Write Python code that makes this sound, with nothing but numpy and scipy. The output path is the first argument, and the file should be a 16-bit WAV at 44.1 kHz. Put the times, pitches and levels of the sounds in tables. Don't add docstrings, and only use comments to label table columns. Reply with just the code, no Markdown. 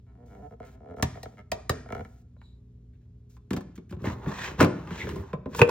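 import sys
import numpy as np
from scipy import signal
from scipy.fft import rfft, irfft, next_fast_len
from scipy.io import wavfile
from scipy.ndimage import uniform_filter1d

SR = 44100
rng = np.random.default_rng(int(sys.argv[2]) if len(sys.argv) > 2 else 0)


def transcribe(u):
    v = np.clip(np.atleast_2d(u).T, -1, 1)
    q = np.round(v * 32767).astype(np.int16)
    wavfile.write(sys.argv[1], SR, q)


N = 251370

# (pitch [Hz], level [dB], undamped t60 [s])
CABINET_MODES = [(84.7, -0.5, 0.093), (131.7, -6, 0.34), (163.6, -3, 0.055), (265.5, -4.5, 0.024),
                 (366, -0.5, 0.097), (520.4, 3, 0.024), (622.5, -6, 0.087), (1026, -6, 0.078),
                 (1444, -6.5, 0.0091), (1760, -24, .05), (2120, -26.5, 0.03), (2270, -19.5, 0.048),
                 (3280, -11.5, 0.0037)]
TRAY_MODES = [(100, 4.5, 0.016), (160, -7, 0.081), (369, 3, 0.034), (473, 17.5, 0.22), (594, -2, 0.13),
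              (913, 6, 0.035), (990, 7, 0.037), (1461, -5.5, 0.053), (1840, -30, 0.054), (2540, -3, 0.029),
              (3430, -8, 0.012)]
# (frequency [Hz], level [dB])
RASP_SPECTRUM = [(1100, -20.5), (1600, 5.5), (1950, -1.5), (2500, -1), (3300, -8.5), (4100, -6.5),
                 (6000, -56.5)]


def amp(db):
    return 10 ** (np.asarray(db) / 20)


def unit(x):
    return x / np.sqrt(np.mean(x ** 2) + 1e-20)


def curve_at(points, hz):
    f, value = np.transpose(points)
    return np.interp(np.log(hz + 1), np.log(f + 1), value)


def shaped(x, points):
    size = next_fast_len(len(x) + 2048)
    gain = amp(curve_at(points, np.fft.rfftfreq(size, 1 / SR)))
    return irfft(rfft(x, size) * gain, size)[:len(x)]


def add(mix, s, sound):
    part = mix[round(s * SR):][:len(sound)]
    part += sound[:len(part)]


def swell(s, db, fade=0.027):
    t = np.arange(N) / SR
    gate = np.interp(t, [s[0] - fade, s[0], s[-1], s[-1] + fade], [0, 1, 1, 0])
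    return amp(np.interp(t, s, db)) * gate


def drift(span_s):
    knots = np.arange(0, N / SR + span_s, span_s)
    return unit(np.interp(np.arange(N) / SR, knots, rng.standard_normal(len(knots))))


def tremble(samples):
    return unit(uniform_filter1d(rng.standard_normal(N), size=samples))


def resonate(x, hz, width_hz):
    turn = np.exp(2j * np.pi * np.cumsum(hz) / SR)
    pole = np.exp(-np.pi * width_hz / SR)
    return 2 * (turn * signal.lfilter([1 - pole], [1, -pole], x / turn)).real


def dying_noise(t60s, size):
    hz, t, bands = signal.stft(rng.standard_normal(size), SR, nperseg=128)
    decay = amp(-60 * t / curve_at(t60s, hz)[:, None])
    return signal.istft(bands * decay, SR)[1][:size]


def cooler(hum_db=-4.0, air_db=-54.0, waver=0.26):
    # (frequency [Hz], level [dB])
    hum_lines = [(59.2, -51.5), (118.4, -52.5), (177.6, -65.5), (242.2, -63), (414.5, -71)]
    air_spectrum = [(20, -34.5), (40, -23.5), (62, 0), (88, -2), (125, -12.5), (160, -11.5), (240, -20),
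                    (330, -25.5), (420, -30.5), (520, -35), (800, -46.5), (2000, -54.5), (7500, -57.5),
                    (10000, -60.5), (16000, -69)]
    t = np.arange(N) / SR
    knots = np.linspace(0, t[-1], num=24)
    hum = np.zeros(N)
    for hz, db in hum_lines:
        tone = unit(np.sin(2 * np.pi * (hz * t + rng.random())))
        hum += amp(db) * tone * (1 + waver * np.interp(t, knots, rng.standard_normal(len(knots))))
    air = unit(shaped(rng.standard_normal(N), air_spectrum))
    return amp(hum_db) * hum + amp(air_db) * air


def slip(modes, direct_s=.004, echo_s=.007, echo_db=-4, size=4096):
    # (frequency [Hz], gain [dB])
    softness = [(2000, 1), (2600, -11.5), (3000, -7), (3600, -15), (7000, -8), (14000, -11.5)]
    hz = np.fft.rfftfreq(size, 1 / SR) + 1
    wall = sum((-1) ** k * amp(db) / (1 + 1j * (hz - f * f / hz) / width)
               for k, (f, width, db) in enumerate(modes))
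    bending = -4j * np.pi * np.sqrt(1000 * hz)
    paths = np.exp(bending * direct_s) + amp(echo_db) * np.exp(bending * echo_s)
    fade = np.clip(np.linspace(3, -1, size), 0, 1)
    wave = shaped(irfft(wall * paths), softness) * fade
    return wave / np.linalg.norm(wave) * np.sqrt(SR / 100)


def creak(jitter=.025, wander=.012, uneven_db=2, build_db=2, arch_db=5, max_slips=32):
    # (time [s], level [dB], brightness [dB])
    slips = [(0.6, -40, -9), (0.9384, -40.5, -20), (0.9664, -42, -11), (1.1524, -44.5, -2),
             (1.1701, -43.5, -5), (1.2555, -39.5, -1.5), (1.8569, -46, -4), (1.887, -45, 3.5),
             (1.9021, -36.5, -2), (1.922, -31, 3.5), (1.948, -34, 2), (2.0478, -51, 11)]
    # (time [s], length [s], slip rate [1/s], level [dB], brightness [dB])
    twists = [(0.064, 0.054, 134, -70, 1), (0.129, 0.052, 92, -64, -40), (0.175, 0.099, 121, -59.5, -43),
              (0.28, 0.095, 102, -57.5, -0.5), (0.365, 0.047, 195, -51.5, -37),
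              (0.4198, 0.048, 148, -50, -17), (0.5072, 0.028, 74, -48.5, -9.5),
              (0.618, 0.032, 103, -52, 2.5), (0.653, 0.044, 134, -61.5, 5), (0.704, 0.09, 128, -68, -3.5),
              (0.8024, 0.1, 72, -52.5, -17.5), (0.873, 0.063, 84, -45, -14),
              (0.982, 0.034, 76, -40.5, -6.5), (1.322, 0.019, 91, -56.5, -10), (1.3698, 0.042, 100, -52, 4),
              (1.965, 0.05, 73, -38.5, -3)]
    # (pitch [Hz], width [Hz], level [dB])
    damped_modes = [(89.6, 52, 6), (466, 110, 4), (667, 280, 1), (934, 120, -13.5), (1290, 163, -8.5),
                    (1774, 200, -25), (2000, 220, -11), (2300, 310, -20.5), (2894, 200, -18.5),
                    (4370, 360, -26.5)]
    flex_modes = [(180, 34, 0)]
    body, flex = slip(damped_modes), slip(flex_modes)
    n = np.arange(len(body))

    def tick(db, bright, scatter_db=-5, scatter_s=.006, flex_db=-33.5, flex_share=0.46):
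        ribs = rng.standard_normal(len(n)) * np.exp(-n / SR / scatter_s)
        scattered = signal.fftconvolve(body, ribs / np.linalg.norm(ribs))[:len(n)]
        wave = shaped(body + amp(scatter_db) * scattered, [(700, 0.0056), (2000, bright)])
        return amp(db) * wave + amp(flex_share * db + flex_db) * flex

    out = np.zeros(N)
    for s, db, bright in slips:
        add(out, s, tick(db, bright))
    for start, length, rate, db, bright in twists:
        timing, strengths, detune = rng.standard_normal((max_slips, 3)).T
        delays = np.cumsum([0, *np.exp(jitter * timing) / rate])
        sound = tick(db, bright)
        for delay, strength, pitch in zip(delays[delays < length], strengths, np.exp(wander * detune)):
            arch = np.sin(np.pi * (delay + .5 / rate) / (length + .5 / rate)) - 2 / np.pi
            gain = amp(build_db * (delay / length - .5) + arch_db * arch + uneven_db * strength)
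            add(out, start + delay, gain * np.interp(n * pitch, n, sound))
    return out


def grains(per_s, spread_db):
    sizes = amp(spread_db * np.minimum(rng.exponential(1, N), 4)) * rng.choice([-1, 1], N)
    return sizes * (rng.random(N) < per_s / SR)


def brushes(attack_s=0.0052, fade_db=-8):
    # (time [s], length [s], hiss level [dB], rasp relative to hiss [dB])
    strokes = [(0.255, 0.29, -73, -17), (0.644, 0.11, -65, -6), (0.96, 0.12, -69.5, -6),
               (1.135, 0.26, -71, -21), (1.915, 0.31, -68.5, -18), (2.931, 0.038, -88.5, 10),
               (3.009, 0.042, -89.5, 5), (3.293, 0.085, -67, -24), (3.753, 0.016, -56, -6),
               (3.891, 0.062, -65, -1), (5.558, 0.072, -41.5, -31)]
    # (frequency [Hz], level [dB])
    skin_spectrum = [(2800, -5.5), (4500, -2), (6500, 3.5), (8000, 1.5), (10500, -5), (13000, -1),
                     (15500, -6.5)]
    grit = grains(6900, spread_db=3.0)
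    hiss, rasp = unit(shaped(grit, skin_spectrum)), unit(shaped(grit, RASP_SPECTRUM))
    out = np.zeros(N)
    for s, length, db, bite in strokes:
        envelope = swell([s + attack_s, s + length], [db, db + fade_db], fade=attack_s)
        out += envelope * (hiss + amp(bite) * rasp)
    return out


def ring(modes, ring_scale, fine_db, size=8192, spot_db=5.0, rise_s=0.0013):
    # (frequency [Hz], undamped t60 [s])
    fine_spectrum = [(40, -27.5), (100, -5.5), (400, -1.5), (1000, -7), (2500, -16), (4500, -18),
                     (8000, -19), (12000, -26), (16000, -29)]
    fine_decay = [(100, 0.072), (500, 0.17), (1500, 0.047), (4000, 0.046), (14000, 0.054)]
    t = np.arange(size) / SR
    hz, db, t60 = np.transpose(modes)[:, :, None]
    db = db + spot_db * rng.standard_normal(db.shape)
    sign = (-1) ** np.arange(len(hz))[:, None]
    envelopes = amp(db - 60 * t / (t60 * ring_scale)) / np.sqrt(t60)
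    strong = (sign * envelopes * np.sin(2 * np.pi * hz * t)).sum(0)
    fine = shaped(dying_noise([(f, s * ring_scale) for f, s in fine_decay], size), fine_spectrum)
    return (unit(strong) + amp(fine_db) * unit(fine)) * np.minimum(t / rise_s, 1)


def registers(x, lag_s, centres_hz, focus, sharpness=2.8):
    crossovers = [300, 1000, 3000]
    hz = np.fft.rfftfreq(len(x), 1 / SR)
    x = signal.sosfilt(signal.butter(2, 48, "high", fs=SR, output="sos"), x)
    spectrum = rfft(x) * np.exp(-4j * np.pi * lag_s * np.sqrt(1000 * hz))
    lowpasses = [0 * hz] + [1 / (1 + (hz / edge) ** 6) for edge in crossovers] + [1 + 0 * hz]
    parts = spectrum * np.diff(lowpasses, axis=0)
    for part, centre in zip(parts, centres_hz):
        part *= 1 + focus / (1 + 1j * sharpness * (hz / centre - centre / (hz + 1)))
    fade = np.clip(np.linspace(3, -1, len(x)), 0, 1)
    parts = irfft(parts) * fade
    return parts / np.linalg.norm(parts, axis=1, keepdims=True)


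def blows(rows, modes, ring_scale, fine_db, lag_s, register_db, focus=0.85, lead_s=.001, hardness=0.3):
    out = np.zeros(N)
    for s, db, thump, body, tick, *centres_hz in rows:
        gains = amp(db + np.array([thump, body, 0, tick]) + register_db)
        panel = ring(modes, ring_scale, fine_db + hardness * tick)
        add(out, s - lead_s, gains @ registers(panel, lag_s, centres_hz, focus))
    return out


def snaps(pivot_db=-41.5, thinning=0.35, thump_trade=0.94):
    # (time [s], level [dB], thump offset [dB], tick offset [dB],
    # thump pitch [Hz], body pitch [Hz], clack pitch [Hz])
    jumps = [(1.0245, -23.5, 2.5, 0, 130, 660, 2000), (1.23, -47.5, -3.5, 5.5, 134.2, 660, 1900),
             (1.5166, -30, -6.5, -0.5, 90, 710, 2170), (1.694, -22, -1.5, -3.5, 150.7, 440, 1450)]
    # (pitch [Hz], level [dB], undamped t60 [s])
    wall_modes = [(83, 1.5, 0.16), (139, -5, 0.16), (216.4, -9.5, 0.17), (328.7, -3, 0.041),
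                  (421, 4, 0.074), (636, 5, 0.077), (753.4, 1, 0.15), (943, 1.5, 0.17), (1185, 1.5, 0.053),
                  (1840, -5, 0.051), (2375, -3.5, 0.014), (2960, -13, 0.0046)]
    rows = []
    for s, db, thump, tick, *centres_hz in jumps:
        body = thinning * (pivot_db - db) - thump_trade * thump
        rows.append((s, db, thump, body, tick, *centres_hz))
    return blows(rows, wall_modes, ring_scale=0.55, fine_db=-0.5, lag_s=0.00277,
                 register_db=[27.6, 26.3, 22.26, 24.38], focus=1.9)


def knocks():
    # (time [s], level [dB], thump offset [dB], body offset [dB],
    # tick offset [dB], thump pitch [Hz], body pitch [Hz])
    hits = [(2.364, -69.5, -12, 11.5, -33, 203, 614), (2.414, -54, -20, -16, -20, 197, 898),
            (3.054, -84.5, -8, -12, -2, 200, 900), (3.366, -57, -40.5, -25, -12, 92, 930),
            (3.5061, -35.5, 14.5, 3, -6, 221, 395), (3.521, -52.5, 31.5, 1, -6, 172, 350),
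            (3.5314, -38, 7.5, 9.5, -0.5, 262, 393), (3.564, -40.5, 15, 2, -1.5, 228, 600),
            (3.5693, -42, 6, 2.5, -3, 225, 850), (3.607, -46.5, 2, -14, -7, 140, 397),
            (3.7768, -53, 18.5, 8, -6, 204, 357), (3.9072, -53.5, 21.5, 6, -1, 193, 367),
            (3.9241, -46, 18.5, 8.5, -14, 99, 374), (3.9655, -60.5, 29, 5, -19, 127, 373),
            (4.018, -61.5, 35.5, -3, 2, 111, 374), (4.04, -40, 2, 11.5, -28, 202, 362),
            (4.069, -35.5, 16, -7, -26, 88.5, 373), (4.2593, -40.5, 8, 6, -21, 196, 370),
            (4.267, -53.5, 31, 12, -13, 120, 370), (4.6018, -17.5, 1, -18, -15.5, 290, 850),
            (4.606, -15, -4, 4.5, -10, 275, 422), (4.6147, -18, 2, -1, -14, 245.5, 340),
            (4.626, -24.5, 14, -5, -4, 107, 326), (4.637, -25, -9, 4, -31, 163, 463),
            (4.644, -30.5, 8, 9, -3, 99, 530), (4.872, -42, -17, -5, -17, 112, 500),
            (4.906, -37.5, 10, -8, -19, 180, 414), (5.069, -38.5, 0, 5.5, -33, 112, 430),
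            (5.0889, -36, 4, -10, -8, 205, 387), (5.112, -43, 12, -4, -12, 180, 433),
            (5.158, -44.5, 2, 11, -4, 199, 315), (5.3306, -33, 9, 6.5, -23, 164, 466),
            (5.457, -45, 17, 15.5, -21, 262, 414)]
    # (time [s], share of the undamped ring time [ratio])
    hand_damping = [(3.6, 0.77), (3.77, 0.93)]
    out = np.zeros(N)
    for hit in hits:
        ring_scale = np.interp(hit[0], *np.transpose(hand_damping))
        out += blows([hit], CABINET_MODES, ring_scale, fine_db=3.5, lag_s=0.002536,
                     register_db=[23.36, 21.6, 22.63, 22.0], focus=2.9)
    return out


def squeak(start_s=2.39, rise_s=.06, fall_s=.13, hz=3920, width_hz=130, peak_db=-68, ends_db=-14.0):
    noise, pitch = rng.standard_normal(N), np.full(N, hz)
    lower = unit(resonate(noise, pitch, width_hz))
    upper = unit(resonate(noise, 1.84 * pitch, width_hz))
    envelope = swell(start_s + np.cumsum([0, rise_s, fall_s]), peak_db + np.array([ends_db, 0, ends_db]))
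    return envelope * unit(lower + amp(-9) * upper)


def runners(grit, shift=.05, swell_db=3, change_s=.03, width_hz=220, dry_gain=.6):
    # (pitch [Hz], level [dB])
    resonances = [(1500, -20), (1930, 9), (2650, 0.5), (3310, -1.5), (4030, -9.5)]
    rings = np.zeros(N)
    for hz, db in resonances:
        gain = amp(db + swell_db * drift(change_s))
        pitch = hz * np.exp(shift * drift(change_s))
        rings += gain * unit(resonate(grit, pitch, width_hz))
    return unit(unit(rings) + dry_gain * unit(grit))


def slide(scrape_db=-2.5, rumble_db=-4.5, rasp_db=-2.5, hiss_db=-10.5, catch_db=2.0, jolt_db=-10.5):
    # (time [s], scrape level [dB], rumble level [dB], rasp level [dB])
    pulls = [
        [(4.01, -56, -46, -63), (4.026, -61, -35.5, -70), (4.056, -37, -27, -40), (4.136, -44, -38.5, -51),
         (4.158, -54, -39, -71), (4.245, -48, -46, -59)],
        [(4.267, -47, -35, -63), (4.281, -40.5, -25.5, -45.5), (4.339, -40.5, -55, -45),
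         (4.39, -43.5, -42.5, -40.5), (4.445, -44.5, -38, -35), (4.475, -42, -39.5, -37.5),
         (4.53, -45.5, -35, -51), (4.571, -59, -48, -62), (4.597, -33, -20, -38)],
        [(4.76, -50, -41, -58), (4.868, -51, -44, -62.5), (4.924, -46, -36.5, -47), (4.954, -46, -43, -45.5),
         (5.002, -52, -39.5, -41.5), (5.048, -47.5, -31.5, -46), (5.086, -59, -28.5, -47),
         (5.218, -51.5, -32.5, -61.5), (5.31, -55, -76, -61)],
        [(5.51, -57, -40.5, -59.5), (5.556, -47, -37, -41.5), (5.572, -66, -37.5, -61), (5.588, -36, -26, -36)],
    ]
    # (frequency [Hz], level [dB])
    scrape_spectrum = [(250, -6), (550, 6), (750, 7.5), (900, 13), (1100, 12), (1450, 2), (1800, -14.5),
                       (2600, -44)]
    rumble_spectrum = [(30, -27), (60, 11), (90, 10.5), (160, 10), (280, 2.5), (400, 6), (550, -8),
                       (900, -35.5)]
    hiss_spectrum = [(2800, -10), (4500, 1), (6000, 5), (8000, 1.5), (11500, -54), (13000, -4.5),
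                     (15500, -12.5)]
    grip = amp(catch_db * tremble(samples=350))
    grit = unit(grains(4000, spread_db=1.2) * grip)
    scrape = unit(shaped(grit, scrape_spectrum))
    rasp = runners(shaped(grit, RASP_SPECTRUM))
    rumble = unit(shaped(grains(1100, spread_db=-0.5), rumble_spectrum))
    hiss = unit(shaped(grit + rng.standard_normal(N), hiss_spectrum))
    bumps = grains(160, spread_db=-4.0)
    jolts = unit(signal.oaconvolve(bumps, ring(CABINET_MODES, ring_scale=0.67, fine_db=3.5))[:N])
    out = np.zeros(N)
    for pull in pulls:
        s, mid, low, bite = np.transpose(pull)
        out += swell(s, mid) * (amp(scrape_db) * scrape + amp(jolt_db) * jolts)
        out += swell(s, low + rumble_db) * rumble
        out += swell(s, bite) * (amp(rasp_db) * rasp + amp(hiss_db) * hiss)
    return out


def squeal(upper_ratio=1.7, upper_db=-15.0):
    # (time [s], pitch [Hz], level [dB])
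    glide = [(4.959, 2015, -60), (4.979, 2300, -50), (4.999, 2257, -41), (5.016, 2035, -38.5),
             (5.03, 2200, -40), (5.042, 2300, -68)]
    s, hz, db = np.transpose(glide)
    pitch = np.interp(np.arange(N) / SR, s, hz) * (1 + .04 * tremble(samples=30))
    phase = 2 * np.pi * np.cumsum(pitch) / SR
    tone = np.sin(phase) + amp(upper_db) * np.sin(upper_ratio * phase)
    flutter = abs(tremble(samples=160))
    return swell(s, db) * unit(flutter * tone)


def clacks(body_offset_db=-2, thump_hz=123):
    # (time [s], level [dB], thump offset [dB], tick offset [dB])
    hits = [(5.5481, -34, -22, -6), (5.5924, -22, -9, -9.5), (5.6083, -28.5, 12, -23),
            (5.616, -7.5, -1.5, -17), (5.6925, -25, -27, -10)]
    rows = [(s, db, thump, body_offset_db, tick, thump_hz) for s, db, thump, tick in hits]
    return blows(rows, TRAY_MODES, ring_scale=0.61, fine_db=-7, lag_s=0.0012,
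                 register_db=[23.5, 23.0, 21.9, 21.1])


def drag():
    # (time [s], level [dB])
    levels = [(5.58, -51), (5.61, -32), (5.65, -31.5), (5.7, -27.5)]
    catches = grains(900, spread_db=5.0)
    judder = signal.oaconvolve(catches, ring(TRAY_MODES, ring_scale=0.18, fine_db=-10.5))[:N]
    return swell(*np.transpose(levels)) * unit(judder)


def room(sides, wet_db, build_s=0.0038, tails=3):
    # (frequency [Hz], gain [dB])
    decay = [(100, 0.77), (400, 0.41), (1500, 0.55), (5000, 0.53), (14000, 0.4)]
    colour = [(60, 2), (200, 7), (600, 5), (3000, 0), (7000, -0.5), (14000, -11.5)]
    t = np.arange(N) / SR
    wet = np.zeros(N)
    for k in range(tails):
        tail = dying_noise(decay, size=SR // 2) * np.minimum(t[:SR // 2] / build_s, 1)
        share = np.cos(2 * np.pi * t + np.pi * k / tails) * np.sqrt(2 / tails)
        wet += signal.oaconvolve(sides[k % len(sides)] * share, tail / np.linalg.norm(tail))[:N]
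    return sides[0] + amp(wet_db) * shaped(wet, colour)


def stereo(x, delay_ms=0.051, smear_s=0.0067):
    # (frequency [Hz], side level [dB])
    spread = [(60, -53.5), (180, -30.5), (300, -10.5), (450, -10), (700, -5), (1300, -10), (3500, -2.5),
              (6500, -16), (10000, -25), (15000, -13.5)]
    # (frequency [Hz], left minus right [dB])
    balance = [(60, 0), (200, 0), (500, -0.2), (1000, -1.2), (2000, 1), (4000, -1.5), (15000, 2)]
    t = np.arange(SR // 10) / SR
    smear = rng.standard_normal(len(t)) * t * np.exp(-t / smear_s)
    side = shaped(signal.oaconvolve(x, smear / np.linalg.norm(smear))[:N], spread)
    left = shaped(x + side, [(hz, db / 2) for hz, db in balance])
    right = shaped(x - side, [(hz, -db / 2) for hz, db in balance])
    delay = np.sinc(np.arange(-32, 33) - delay_ms * SR / 1000) * np.hanning(65)
    return np.array([left, np.convolve(right, delay, "same")])


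def scene(sides=5):
    plug = room([snaps() for _ in range(sides)], wet_db=-15.0, tails=sides)
    plug += room([creak()], wet_db=-16.5)
    whistle = room([squeak()], wet_db=-21)
    tray = room([knocks() + slide() + brushes() + squeal() + drag()], wet_db=-14.5)
    tray += room([clacks()], wet_db=-19.5)
    return stereo(plug + whistle + tray + cooler())


def record(dry, ceiling=.9, cutoff_hz=16200):
    rounded = dry / (1 + (dry / ceiling) ** 6) ** (1 / 6)
    lowpass = signal.firwin(255, cutoff_hz, window=("kaiser", 9), fs=SR)
    return signal.oaconvolve(rounded, lowpass[None], "same")


dry = scene()
out = record(dry)
transcribe(out)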